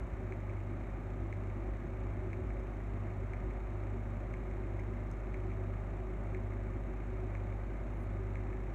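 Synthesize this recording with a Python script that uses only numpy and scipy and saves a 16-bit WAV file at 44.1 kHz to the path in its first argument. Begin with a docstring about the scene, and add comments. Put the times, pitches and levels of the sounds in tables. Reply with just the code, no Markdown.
"""Small pastry kitchen: a refrigerator compressor hums and beats against the mains (summed cosines), its fan
stirs the air (shaped noise, wavering tones), and electronics add a thin hiss pulsing 30 times a second.
A cake turntable rumbles when pushed (swelling noise) amid soft knocks; a wall clock ticks (struck modes).
A palette knife clicks as the cake is lifted off (struck modes); late on, a sleeve brushes past (high noise).
"""
import sys
import numpy as np
from scipy import signal
from scipy.fft import rfft, irfft
from scipy.io import wavfile

SR = 44100
rng = np.random.default_rng(int(sys.argv[2]) if len(sys.argv) > 2 else 0)


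def generate_wav(signal):
    """Clip the signal to [-1, 1] and save it as 16-bit WAV at the path in sys.argv[1]."""
    frames = np.transpose(np.atleast_2d(signal))
    scaled = np.clip(frames, -1, 1) * 32767
    pcm = np.round(scaled).astype(np.int16)
    wavfile.write(sys.argv[1], SR, pcm)


N = 385434
TIME = np.arange(N) / SR
FREQS = np.maximum(np.arange(N // 2 + 1) * SR / N, 1)

# compressor shaft orders: shaft_multiple, rms_db (once settled)
COMPRESSOR_ORDERS = [(1, -39.5), (2, -51.4), (3, -63), (4, -63), (8, -66.5), (11, -64.5)]
# fan tones: pitch_hz, nominal_rms_db
FAN_TONES = [(115.9, -56.5), (172.3, -58.5), (231.8, -60.5), (373, -61.5), (776, -77)]
# broadband rush of the fan: freq_hz, db_per_hz
AIR_SPECTRUM = [(15, -92.5), (33, -85.5), (52, -76), (85, -68), (135, -76.5), (300, -75.5), (400, -79.5),
                (450, -84), (600, -78), (950, -86.5), (1800, -92.5), (2300, -101), (3200, -113),
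                (4900, -129), (9000, -150)]
# cabinet and room resonances added to the rush: freq_hz, width_hz, peak_db_per_hz
AIR_MODES = [(238.3, 17.6, -69), (337.8, 11, -68), (373.6, 13.4, -65.5), (1217, 97, -86.5),
             (2140, 410, -92), (3715, 180, -110), (4190, 390, -118)]
# steady electronic hiss: freq_hz, db_per_hz
HISS_SPECTRUM = [(2500, -122), (4000, -119), (4900, -129), (5300, -118.5), (5800, -119), (6400, -115),
                 (7600, -117.5), (8300, -122), (9600, -123.5), (10400, -129), (11200, -127), (14400, -126)]
# pulsed hiss at the crest of a pulse: freq_hz, db_per_hz
PULSE_SPECTRUM = [(1000, -105), (2200, -87.5), (3100, -107), (4000, -109), (4900, -120), (5500, -113),
                  (6600, -109), (7800, -112), (9200, -126), (14000, -138)]
# hand pushes the turntable or shifts the cake on it: peak_s, rumble_rms_db
PUSHES = [(.05, -43), (.85, -51), (1.13, -46.5), (1.68, -45), (1.88, -43), (2.17, -42), (2.42, -42.5),
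          (2.96, -48), (3.14, -48), (3.35, -43)]
# turntable rumble, shape only: freq_hz, relative_db_per_hz
RUMBLE_SPECTRUM = [(20, -36), (36, -20), (52, 15.5), (75, 7.5), (110, -14), (170, -12), (300, -18.5),
                   (800, -78)]
# soft knocks on the table: start_s, strike_db, pitch_hz, t60_s
KNOCKS = [(1.845, -32.5, 139, .07), (4.659, -33, 290, 0.032), (6.762, -38, 270, 0.072)]
# clock case modes: pitch_hz, relative_db, t60_s
CLOCK_MODES = [(673, -56, .02), (1807, -33.5, 0.0077), (2140, -30, 0.009), (4070, -60.5, 0.0088),
               (6400, -55.5, .007), (7000, -57, .007), (7760, -57.5, 0.0052)]
# palette knife clicks: start_s, handle_strike_db, blade_strike_db
KNIFE_CLICKS = [(2.596, -56, -60), (4.7915, -41.5, -65), (4.7965, -45, -59), (5.1138, -60, -51)]
# blade modes: pitch_hz, relative_db, t60_s
BLADE_MODES = [(5400, -6, .007), (6300, -0.5, 0.0054), (7500, -5, .005), (9000, -4, 0.0033),
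               (11200, -10.5, .003), (13000, -13, .003)]
# cloth swish, shape only: freq_hz, relative_db_per_hz
CLOTH_SPECTRUM = [(5000, -38), (8000, -4), (9500, 9), (13000, 4), (15000, -1)]

# the lowest order starts weak; HUM_SETTLE_S is a time constant
SHAFT_HZ, SLIP_HZ, IN_STEP_S = 49.37, 0.5834, 0.513
MAINS_HUM_RMS_DB, HUM_START_DB, HUM_SETTLE_S = -44.5, -4.5, 2.6
PULSE_RATE_HZ = 30
PUSH_RISE_DB_PER_S, COAST_DB_PER_S = 148, 32.5
FIRST_TICK_S, TICK_PERIOD_S, TICK_DB = 0.322, 1.00413, -4
RECOIL_DELAY_S, RECOIL_REL_DB = 0.1735, -7
SLEEVE_PEAK_S, SLEEVE_RMS_DB = 8.033, -78.5
SLEEVE_RISE_DB_PER_S, SLEEVE_FALL_DB_PER_S = 135, 480
# room share is relative to the direct sound
ROOM_T60_S, CLOCK_ROOM_DB, KNIFE_ROOM_DB = 0.16, -11, -8
CUTOFF_HZ = 14600


def from_db(db):
    """Decibels to amplitude gain."""
    return 10 ** (np.asarray(db) / 20)


def rms_one(x):
    """Scale to unit rms."""
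    return x / np.sqrt(np.mean(x ** 2) + 1e-30)


def spectrum_gain(points):
    """Gain over FREQS, interpolated in dB over log frequency."""
    hz, db = np.transpose(points)
    return from_db(np.interp(np.log(FREQS), np.log(hz), db))


def noise(gain):
    """Gaussian noise with the given amplitude per root Hz."""
    white_spectrum = rfft(rng.standard_normal(N))
    return irfft(white_spectrum * gain, N) * np.sqrt(SR / 2)


def drift(rate_hz):
    """Slow random wander of unit rms, low-passed around rate_hz."""
    return rms_one(noise(1 / (1 + (FREQS / rate_hz) ** 2)))


def wavering_tone(hz, rms_db, waver):
    """Sine whose level and phase wander independently."""
    phase = 2 * np.pi * (hz * TIME + rng.random()) + waver * drift(2.1)
    level = from_db(rms_db) * (1 + waver * drift(3.0))
    return np.sqrt(2) * level * np.sin(phase)


def swell(peak_s, db, rise_db_per_s, fall_db_per_s):
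    """Gain that climbs to a peak and dies away, both linear in dB."""
    since_s = TIME - peak_s
    loss_db = np.maximum(-since_s * rise_db_per_s, since_s * fall_db_per_s)
    return from_db(db - loss_db.clip(0, 200))


def strikes(times_s, dbs):
    """Single-sample impulses at the given moments."""
    out = np.zeros(N)
    index = np.round(np.asarray(times_s) * SR).astype(int)
    out[np.clip(index, 0, N - 1)] = from_db(dbs)
    return out


def ring(hits, hz, t60_s):
    """Two-pole resonator: a unit impulse starts a decaying sinusoid of height about 1."""
    radius = from_db(-60 / (t60_s * SR))
    angle = 2 * np.pi * hz / SR
    poles = [1, -2 * radius * np.cos(angle), radius ** 2]
    return signal.lfilter([0.5, 0, -0.5], poles, hits + 1e-18)  # offset avoids denormals


def struck_body(hits, modes, spread):
    """Parallel modes, each band-passed around its pitch so it swells over a few cycles."""
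    out = np.zeros(N)
    for hz, db, t60_s in modes:
        band_hz = [hz / (1 + spread), min(hz * (1 + spread), SR / 2 - 100)]
        band_filter = signal.butter(2, band_hz, "band", fs=SR, output="sos")
        out += from_db(db) * signal.sosfilt(band_filter, ring(hits, hz, t60_s))
    return out


def kitchen_room(x, room_db):
    """Direct sound plus a short diffuse tail from bare walls: decaying noise of unit energy."""
    t = TIME[:SR // 2]
    decay = from_db(-60 * t / ROOM_T60_S) * (t > 0.004)  # tail starts after 4 ms
    tail = rng.standard_normal(len(t)) * decay
    return x + from_db(room_db) * signal.fftconvolve(x, tail / np.linalg.norm(tail))[:N]


def compressor():
    """The rotor slips behind the mains, so its second order beats with the magnetic hum."""
    turn = 2 * np.pi * SHAFT_HZ * (TIME - IN_STEP_S)
    slip = 2 * np.pi * SLIP_HZ * (TIME - IN_STEP_S)
    shaft = turn + 0.027 * drift(2)
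    lowest, *upper = [from_db(db) * np.cos(round(k) * shaft) for k, db in COMPRESSOR_ORDERS]
    settling = from_db(HUM_START_DB * np.exp(-TIME / HUM_SETTLE_S))
    magnetic = from_db(MAINS_HUM_RMS_DB) * np.cos(2 * (turn + slip))
    return np.sqrt(2) * (lowest * settling + sum(upper) + magnetic)


def fan():
    """Turbulent air through cabinet and room resonances, with a few wavering tones."""
    power = spectrum_gain(AIR_SPECTRUM) ** 2
    for hz, width_hz, db in AIR_MODES:
        resonance = from_db(db) / (1 + 2 * ((FREQS - hz) / width_hz) ** 2)
        power = power + resonance ** 2
    tones = sum(wavering_tone(hz, db, waver=0.23) for hz, db in FAN_TONES)
    return noise(np.sqrt(power)) + tones


def electronics(delay_s=0.0043, width_s=0.0015):
    """Steady hiss, plus periodic noise bursts with a Gaussian envelope of sigma width_s."""
    period_s = 1 / PULSE_RATE_HZ
    since_s = (TIME - delay_s + period_s / 2) % period_s - period_s / 2
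    pulse = np.exp(-0.5 * (since_s / width_s) ** 2)
    return noise(spectrum_gain(HISS_SPECTRUM)) + pulse * noise(spectrum_gain(PULSE_SPECTRUM))


def turntable():
    """Bearing rumble builds under each push and dies as the plate coasts; hands bump the table."""
    swells = [swell(s, db, PUSH_RISE_DB_PER_S, COAST_DB_PER_S) for s, db in PUSHES]
    motion = np.max(swells, axis=0)
    out = motion * rms_one(noise(spectrum_gain(RUMBLE_SPECTRUM)))
    for start_s, db, hz, t60_s in KNOCKS:
        out += struck_body(strikes([start_s], [db]), [(hz, 0, t60_s)], spread=0.54)
    return out


def clock():
    """About once a second the movement steps, then falls back more softly, ringing the case."""
    tick_s = np.arange(FIRST_TICK_S, N / SR - RECOIL_DELAY_S, TICK_PERIOD_S)
    steps = strikes(tick_s, TICK_DB)
    recoils = strikes(tick_s + RECOIL_DELAY_S, TICK_DB + RECOIL_REL_DB)
    return struck_body(steps + recoils, CLOCK_MODES, spread=0.14)


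def palette_knife():
    """The handle gives a dull single-mode click, the hand-damped blade a bright one."""
    start_s, handle_db, blade_db = np.transpose(KNIFE_CLICKS)
    handle = struck_body(strikes(start_s, handle_db), [(2110, 0, 0.014)], spread=0.16)
    blade = struck_body(strikes(start_s, blade_db), BLADE_MODES, spread=0.22)
    return handle + blade


def sleeve():
    """Cloth friction: a brief, very high swish of shaped noise."""
    level = swell(SLEEVE_PEAK_S, SLEEVE_RMS_DB, SLEEVE_RISE_DB_PER_S, SLEEVE_FALL_DB_PER_S)
    return level * rms_one(noise(spectrum_gain(CLOTH_SPECTRUM)))


def scene():
    """Sum of all sources, one channel; clock and knife excite the room."""
    steady = compressor() + fan() + electronics()
    ticks = kitchen_room(clock(), CLOCK_ROOM_DB)
    knife_clicks = kitchen_room(palette_knife(), KNIFE_ROOM_DB)
    return (steady + turntable() + ticks + knife_clicks + sleeve())[None]


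def record(dry):
    """Steep elliptic low-pass at CUTOFF_HZ."""
    low_pass = signal.ellip(10, 0.1, 80, CUTOFF_HZ, fs=SR, output="sos")
    return signal.sosfilt(low_pass, dry)


dry = scene()
out = record(dry)
generate_wav(out)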